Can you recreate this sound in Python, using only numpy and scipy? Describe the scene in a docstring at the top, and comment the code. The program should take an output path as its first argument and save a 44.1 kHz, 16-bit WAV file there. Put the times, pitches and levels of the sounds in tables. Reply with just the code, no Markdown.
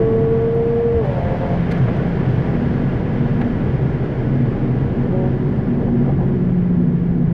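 """Inside a fast sports car

A turbocharged four-cylinder engine howls at full throttle, then shifts up with a rasp and a hiss.
It coasts with a drone and a few exhaust cracks, blips down a gear and drones on.
The road makes the tyres roar and the cabin boom, wind rushes over the body, and faint ticks sound.
A limiter holds down the loudest bass."""
import sys
import numpy as np
from scipy import signal
from scipy.fft import rfft, irfft, next_fast_len
from scipy.io import wavfile
from scipy.ndimage import uniform_filter1d, minimum_filter1d

SR = 44100
rng = np.random.default_rng(int(sys.argv[2]) if len(sys.argv) > 2 else 0)


def generate_wav(sig):
    """Save sig (samples, or channels by samples) to the path in sys.argv[1] as 16-bit PCM at SR."""
    pcm = np.round(np.clip(np.atleast_2d(sig).T, -1, 1) * 32767).astype(np.int16)
    wavfile.write(sys.argv[1], SR, pcm)


N = 323253

# how often the engine fires: t/s, f/Hz
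FIRING_RATE = [(0, 224.3), (.23, 225.7), (.78, 233.4), (.95, 233.2), (.98, 229), (1.01, 223), (1.035, 211),
               (1.05, 197), (1.1, 187), (1.15, 181.5), (1.22, 174), (1.28, 175.3), (1.41, 176.5),
               (1.6, 171.5), (2.1, 172.3), (2.8, 163.5), (3.65, 156), (4.95, 145), (5.01, 159), (5.06, 163),
               (5.11, 178), (5.15, 185), (5.6, 187.5), (6.7, 177), (7.33, 170)]
# the tones in each exhaust sound: multiple of the firing rate, relative level/dB
HOWL_TONES = [(.5, -23.5), (1, -15.5), (1.5, -21), (2, 0.5), (2.5, -37), (2.75, -31), (3, -22.5),
              (4, -36.5), (5, -36), (6, -50)]
RASP_TONES = [(2, -9), (2.5, -1.5), (3, 4), (3.25, -8), (3.75, -13.5), (4, -4.5), (4.5, -13.5), (5, -12.5),
              (5.5, -17)]
DRONE_TONES = [(2, 0.5), (3, -9)]
BLIP_TONES = [(2, -1.5), (3, 0.5), (4, -7.5), (5, -15.5)]
# how the tailpipe rings at full throttle, flap open and coasting: f/Hz, half-width/Hz, gain/dB
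HOWL_PIPE = [(668, 13, 7), (1120, 16, 10)]
RASP_PIPE = [(585, 19, 6), (665, 20, 4.5), (695, 21, 4.5), (742, 12, -5), (785, 14, 3.5), (890, 18, 9)]
DRONE_PIPE = [(363.1, 16, 14.5)]
# when the ignition is cut, the car coasts and the throttle is tapped: t/s, length/s, level/dB
IGNITION_CUTS = [(1.048, .09, -28.5), (1.18, .175, -27), (1.42, .135, -27.5)]
COASTING = [(1.55, 3.4, -24.5), (5.15, 2.3, -19.5)]
THROTTLE_TAPS = [(5.015, .035, -32), (5.155, 0.093, -27.5)]
# how strongly the cabin answers each firing rate: f/Hz, gain/dB
CABIN_RESPONSE = [(145, -16), (157, -7), (164, -4), (171, .5), (175, 2), (178.5, 2.5), (181, -5), (184, -8),
                  (187, -15)]
# how loud the road's rumble and roar are over time: t/s, rumble level/dB, roar level/dB
ROAD_LEVELS = [(0, -24, -23.5), (.8, -29, -34), (1.45, -25.5, -30), (1.9, -25.5, -25), (3.95, -24.5, -26),
               (4.08, -28.5, -25.5), (4.22, -26.5, -24.5), (5.3, -25, -24), (6.3, -25, -25),
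               (6.6, -26, -28), (7.33, -26, -28.5)]
# notes at which the body and the cabin air ring: f/Hz, half-width/Hz, relative level/dB
CABIN_NOTES = [(28.6, 0.81, -7.5), (130.2, 13, 1), (138, 8, -2.5), (197.1, 6.7, -3)]
# uneven stretches of road: t/s, length/s, level/dB, f/Hz
ROAD_BUMPS = [(1.103, 0.065, -22, 135), (1.79, 0.075, -13.5, 126.3), (2.242, 0.14, -20.5, 127.3),
              (3.133, 0.21, -19.5, 135), (3.648, 0.03, -22, 133), (3.83, 0.098, -25, 132),
              (4.187, 0.2, -22.5, 136.6), (4.45, 0.054, -20.5, 129.6), (4.58, 0.34, -21.5, 123.6),
              (6.065, 0.12, -19, 138), (6.42, .06, -25.5, 143), (6.867, 0.063, -19, 145.7),
              (7.192, 0.03, -24, 142.5)]
# when the air in the tyres rings louder: t/s, length/s, level/dB
HUM_SWELLS = [(2.57, 0.16, -23.5), (2.8, 0.035, -24.5), (3.16, 0.18, -23.5), (3.42, 0.052, -21),
              (4.26, 0.049, -25), (4.39, 0.056, -21.5), (4.64, 0.091, -23), (4.99, 0.061, -22.5),
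              (5.2, 0.14, -25.5), (5.43, 0.08, -26), (5.71, 0.07, -20), (5.89, 0.17, -19.5),
              (6.29, 0.15, -26.5), (6.8, 0.14, -22.5), (7.14, 0.082, -23.5)]
# how loud the wind rush is: t/s, level/steps of about 0.3 dB
WIND_LEVEL = [(0, 148), (.9, 151.7), (1.7, 166.4), (3.2, 159.6), (5, 149.1), (7.33, 127.8)]
# faint clicks: t/s, level before filtering/dB
TICK_TIMES = [(.0847, -43), (.1685, -43), (.3017, -45), (.385, -43.5), (.4194, -42), (.5516, -36),
              (.6684, -42), (.7187, -46), (.7517, -39), (.8024, -41), (.8355, -46), (.9188, -43),
              (1.3857, -40), (3.1378, -42), (3.7549, -47), (3.8382, -43), (5.3398, -46), (5.5064, -47),
              (6.2572, -46), (6.5068, -44.5), (7.1417, -46), (7.225, -44)]
# short bursts from the chassis and the exhaust: t/s, level/dB, half-length/s
CHASSIS_THUDS = [(.97, -17.5, 0.026), (1.23, -19.5, 0.044)]
PIPE_CRACKS = [(1.055, -47, .008), (1.719, -32.5, .009), (1.782, -46.5, .0076), (1.968, -46, .006),
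               (3.416, -35.5, .0018)]
SILENCER_POPS = [(1.885, -35.5, .012), (2.215, -35, .006), (2.26, -36, .0085), (3.4185, -25, .0045)]
PIPE_BURBLES = [(1.89, -22.5, .014), (1.99, -32, .028), (2.26, -28, .011), (3.419, -22.5, .007),
                (5.82, -30, .023), (5.885, -30, .018), (6.09, -27.5, .022), (6.225, -29, .026)]
# pitches that the pipe wall and the cabin boost or weaken: f/Hz, half-width/Hz, gain/dB
PIPE_WALL = [(2140, 140, 12.5), (4160, 270, 3), (6200, 240, 4.5)]
CABIN_PEAKS = [(227, 3.4, -4), (330, 17, -2), (470, 9, 5), (796, 15, 3.5), (940, 56, -3.5), (960, 18, 7),
               (1270, 28, -5), (1485, 12, 5), (1530, 77, -3), (1674, 17, 2), (1869, 31, -10), (1907, 47, 5),
               (1950, 18, 1), (4450, 50, 3)]
# how strong each noise is from low to high pitch: f/Hz, relative level/dB
GAS_SHAPE = [(450, 6), (780, -2.5), (1000, -9), (1500, -22.5)]
RUMBLE_SHAPE = [(19, -12), (27, -0.5), (34, -6.5), (45, -1.5), (58, -2.5), (80, 2), (110, 0), (160, 1),
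                (250, -15)]
ROAR_SHAPE = [(150, -4.5), (220, 3), (290, 2.5), (400, -0.5), (500, -10.5), (650, -15.5), (900, -20.5),
              (1350, -27.5), (1700, -28.5), (2100, -43.5)]
WIND_SHAPE = [(400, 11.5), (500, 11), (650, 9), (800, 4.5), (1000, 1), (1250, 0), (1700, 1.1), (2100, -4),
              (2600, -11), (3100, -12), (4000, -23.5), (5000, -25.5), (8000, -43.5), (12000, -49.5),
              (15500, -57)]
THUD_SHAPE = [(70, -16), (84, 12.5), (100, -16)]
HISS_SHAPE = [(900, 1), (1900, 0), (3200, -12), (5000, -25.5), (8000, -38.5), (14000, -50)]
CRACK_SHAPE = [(300, -5), (1500, 8), (2500, -6), (4500, -9.5), (7000, -21.5), (12800, -28), (15000, -43)]
POP_SHAPE = [(400, 2), (800, 4.5), (1600, 2), (2400, -8), (3300, -14.5), (5000, -30), (9000, -58)]
BURBLE_SHAPE = [(200, -13), (400, 11), (780, 8), (1100, -5.5), (2000, -21), (4000, -46.5)]

TIME = np.arange(N) / SR
LIFT_OFF_S = 1.02  # the driver lets go of the throttle


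def from_db(db):
    """Turn decibels into a gain."""
    return 10 ** (np.asarray(db) / 20)


def rms_one(x):
    """Scale a signal so that its average power is 1."""
    return x / np.sqrt(np.mean(x ** 2) + 1e-20)


def in_time(rows):
    """Join a table's points with straight lines, giving one curve per column."""
    times, *columns = np.transpose(rows)
    return [np.interp(TIME, times, column) for column in columns]


def since(start_s):
    """Seconds gone by after a moment, zero before it."""
    return np.maximum(TIME - start_s, 0)


def held(rows, edge_s):
    """The gain of events that rise, hold and die away."""
    gain = 0
    for start, length, db in rows:
        outside_s = np.maximum(np.abs(TIME - start - length / 2) - length / 2, 0)
        gain += from_db(db) * np.exp(-(outside_s / edge_s) ** 2)
    return gain


def noise(gain_at):
    """Noise of power 1, shaped by a gain for each frequency."""
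    size = next_fast_len(N)
    hz = np.maximum(np.fft.rfftfreq(size, 1 / SR), 1)
    white = rfft(rng.standard_normal(size))
    return rms_one(irfft(white * gain_at(hz))[:N])


def drift(rate_hz):
    """A random wander of about 1 either way, mostly slower than the given rate."""
    return noise(lambda hz: 1 / (1 + (hz / rate_hz) ** 2))


def shaped_noise(shape):
    """Noise that follows a shape table and falls away steeply past its ends."""
    points_hz, db = np.transpose(shape)

    def gain_at(hz):
        ends = np.minimum(hz / points_hz[0], 1) ** 2 * np.minimum(points_hz[-1] / hz, 1) ** 2
        return ends * from_db(np.interp(np.log(hz), np.log(points_hz), db))
    return noise(gain_at)


def bursts(rows, shape):
    """Short puffs of noise that swell and die."""
    swell = sum(from_db(db) * np.exp(-((TIME - at) / half_s) ** 2) for at, db, half_s in rows)
    return swell * shaped_noise(shape)


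def shaken_note(centre_hz, half_width_hz):
    """Random shaking makes something ring near one pitch; its loudness is evened out."""
    ringing = noise(lambda hz: 1 / (1 + ((hz - centre_hz) / half_width_hz) ** 2))
    power = uniform_filter1d(ringing ** 2, size=SR // 12) + 1e-6
    return rms_one(ringing / np.sqrt(power))


def resonate(x, peaks):
    """Boost some pitches of a sound and weaken others."""
    size = next_fast_len(N + SR // 2)
    hz = np.fft.rfftfreq(size, 1 / SR)
    db = sum(gain_db / (1 + ((hz - centre) / half_width) ** 2) for centre, half_width, gain_db in peaks)
    return irfft(rfft(x, size) * from_db(db), size)[:N]


def exhaust_note(firings, tones, rough, flutter_hz):
    """Tones that follow the engine's speed; uneven burning shakes the weaker ones most."""
    note = 0
    for multiple, db in tones:
        angle = 2 * np.pi * (multiple * firings + rng.random())
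        shake = rough * from_db(-db / 3)
        strength = 1 + shake * drift(flutter_hz)
        phase_shake = shake * drift(flutter_hz)
        note += from_db(db) * (strength * np.sin(angle) + phase_shake * np.cos(angle))
    return rms_one(note)


def howl(firings, load):
    """At full throttle the firings make the tailpipe howl."""
    return resonate(load * exhaust_note(firings, HOWL_TONES, rough=.11, flutter_hz=32), HOWL_PIPE)


def gas_puffs(firings, load, open_flap):
    """Swirling gas leaves the pipe in one puff per firing."""
    gain = from_db(-19.5) * load + from_db(-8) * open_flap
    puffs = 1 + .36 * np.cos(2 * np.pi * firings)
    return gain * puffs * shaped_noise(GAS_SHAPE)


def road():
    """The road's grain makes the tyres rumble and roar; it and the bumps set the cabin booming."""
    rumble_db, roar_db = in_time(ROAD_LEVELS)
    rumble = from_db(rumble_db) * shaped_noise(RUMBLE_SHAPE)
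    roar = from_db(roar_db) * shaped_noise(ROAR_SHAPE)
    ringing = sum(from_db(db) * shaken_note(hz, half_width) for hz, half_width, db in CABIN_NOTES)
    boom = from_db(rumble_db - .47) * ringing
    bumps = sum(held([(start, length, db)], edge_s=.03) * shaken_note(hz, half_width_hz=6)
                for start, length, db, hz in ROAD_BUMPS)
    return rumble + roar + boom + bumps


def tyre_hum():
    """The air in the tyres hums at a slightly wandering pitch, with a broader ring just above."""
    hum_hz = 238 + 1.6 * drift(rate_hz=6)
    hum = np.sqrt(2) * np.sin(2 * np.pi * np.cumsum(hum_hz) / SR)
    ring = from_db(-9) * shaken_note(centre_hz=253, half_width_hz=9)
    resting_gain = from_db(-33.5)
    return np.maximum(resting_gain, held(HUM_SWELLS, edge_s=.038)) * (hum + ring)


def wind(middle_step=152.65, db_per_step=.2984):
    """Air swirls round the mirrors and pillars; the rush swells after the howl, then slowly fades."""
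    steps, = in_time(WIND_LEVEL)
    swell_db = db_per_step * (steps - middle_step)
    flutter_db = .43 * drift(rate_hz=12)
    return from_db(-34 + swell_db + flutter_db) * shaped_noise(WIND_SHAPE)


def ticks(low_cut_hz=3000):
    """Tiny clicks, bright because their low end is cut."""
    clicks = np.zeros(N)
    for at, db in TICK_TIMES:
        clicks[round(at * SR)] = from_db(db)
    low_cut = signal.butter(1, low_cut_hz, "high", fs=SR, output="sos")
    return signal.sosfilt(low_cut, clicks + 1e-18)


def thuds():
    """Deep thuds come through the chassis."""
    return bursts(CHASSIS_THUDS, THUD_SHAPE)


def hiss(rise_s=.02, fall_db_per_s=5.5):
    """A broad hiss starts as the throttle lifts and fades into the wind."""
    age = since(LIFT_OFF_S)
    rise = 1 - np.exp(-age / rise_s)
    return rise * from_db(-41.5 - fall_db_per_s * age) * shaped_noise(HISS_SHAPE)


def rasp(firings, open_flap):
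    """With its flap open the pipe rasps, in spurts while the ignition is cut for the upshift."""
    return resonate(open_flap * exhaust_note(firings, RASP_TONES, rough=.26, flutter_hz=26), RASP_PIPE)


def backfires():
    """Fuel catches fire in the hot pipe: bright cracks, fuller pops and dull burbles."""
    cracks = resonate(bursts(PIPE_CRACKS, CRACK_SHAPE), PIPE_WALL)
    return cracks + bursts(SILENCER_POPS, POP_SHAPE) + bursts(PIPE_BURBLES, BURBLE_SHAPE)


def drone(firings, firing_hz):
    """The wheels drag the engine round; its note swells near the pitch at which the cabin rings."""
    drag = held(COASTING, edge_s=.095)
    cabin_gain = from_db(np.interp(firing_hz, *np.transpose(CABIN_RESPONSE)))
    low_note = drag * cabin_gain * np.sqrt(2) * np.sin(2 * np.pi * firings)
    overtones = drag * from_db(-24.5) * exhaust_note(firings, DRONE_TONES, rough=.21, flutter_hz=25)
    return low_note + resonate(overtones, DRONE_PIPE)


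def blips(firings):
    """Two taps on the throttle sound as the revs rise for the lower gear."""
    throttle = held(THROTTLE_TAPS, edge_s=.04)
    return throttle * exhaust_note(firings, BLIP_TONES, rough=.079, flutter_hz=20)


def engine(howl_fall_db_per_s=370, rasp_fall_db_per_s=6.5):
    """One turning crank drives the howl, rasp, blips, drone and gas puffs."""
    firing_hz, = in_time(FIRING_RATE)
    misfiring = held(IGNITION_CUTS, edge_s=.025)
    # the crank turns unevenly, more so while misfiring
    wobble = .0015 + .005 * misfiring / misfiring.max()
    firings = np.cumsum(firing_hz * (1 + wobble * drift(rate_hz=30))) / SR  # running count
    load = from_db(-17.5 - howl_fall_db_per_s * since(LIFT_OFF_S))
    # a softer rasp lingers while coasting and fades from just before the downshift
    linger = (TIME > LIFT_OFF_S) * from_db(-45.5 - rasp_fall_db_per_s * since(start_s=4.7))
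    open_flap = np.maximum(misfiring, linger)
    notes = howl(firings, load) + rasp(firings, open_flap) + blips(firings) + drone(firings, firing_hz)
    return notes + gas_puffs(firings, load, open_flap)


def scene():
    """Everything as heard from behind the driver, in one channel."""
    noises = road() + tyre_hum() + wind() + hiss() + backfires() + thuds()
    return (engine() + resonate(noises, CABIN_PEAKS) + ticks())[None]


def limiter(x, ceiling_db, release_db_per_s):
    """Turn the sound down just ahead of each loud peak, then steadily back up."""
    level_db = 20 * np.log10(np.abs(x).max(axis=0) + 1e-9)
    over_db = np.maximum(level_db - ceiling_db, 0)
    recovery_db = release_db_per_s * TIME
    cut_db = np.maximum.accumulate(over_db + recovery_db) - recovery_db
    early_gain_db = minimum_filter1d(-cut_db, size=129)
    return x * from_db(uniform_filter1d(early_gain_db, size=129))


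def record(dry, bass_hz=600, top_hz=15800, fade_s=.003):
    """Limit only the bass, fade both ends and cut the highest treble."""
    loud = dry * from_db(.47)
    bass = signal.sosfiltfilt(signal.butter(2, bass_hz, fs=SR, output="sos"), loud)
    limited = limiter(bass, ceiling_db=-8, release_db_per_s=45) + loud - bass
    fades = signal.windows.tukey(N, 2 * fade_s * SR / N)
    top_cut = signal.ellip(10, .1, 80, top_hz, fs=SR, output="sos")
    return signal.sosfilt(top_cut, limited * fades)


dry = scene()
out = record(dry)
generate_wav(out)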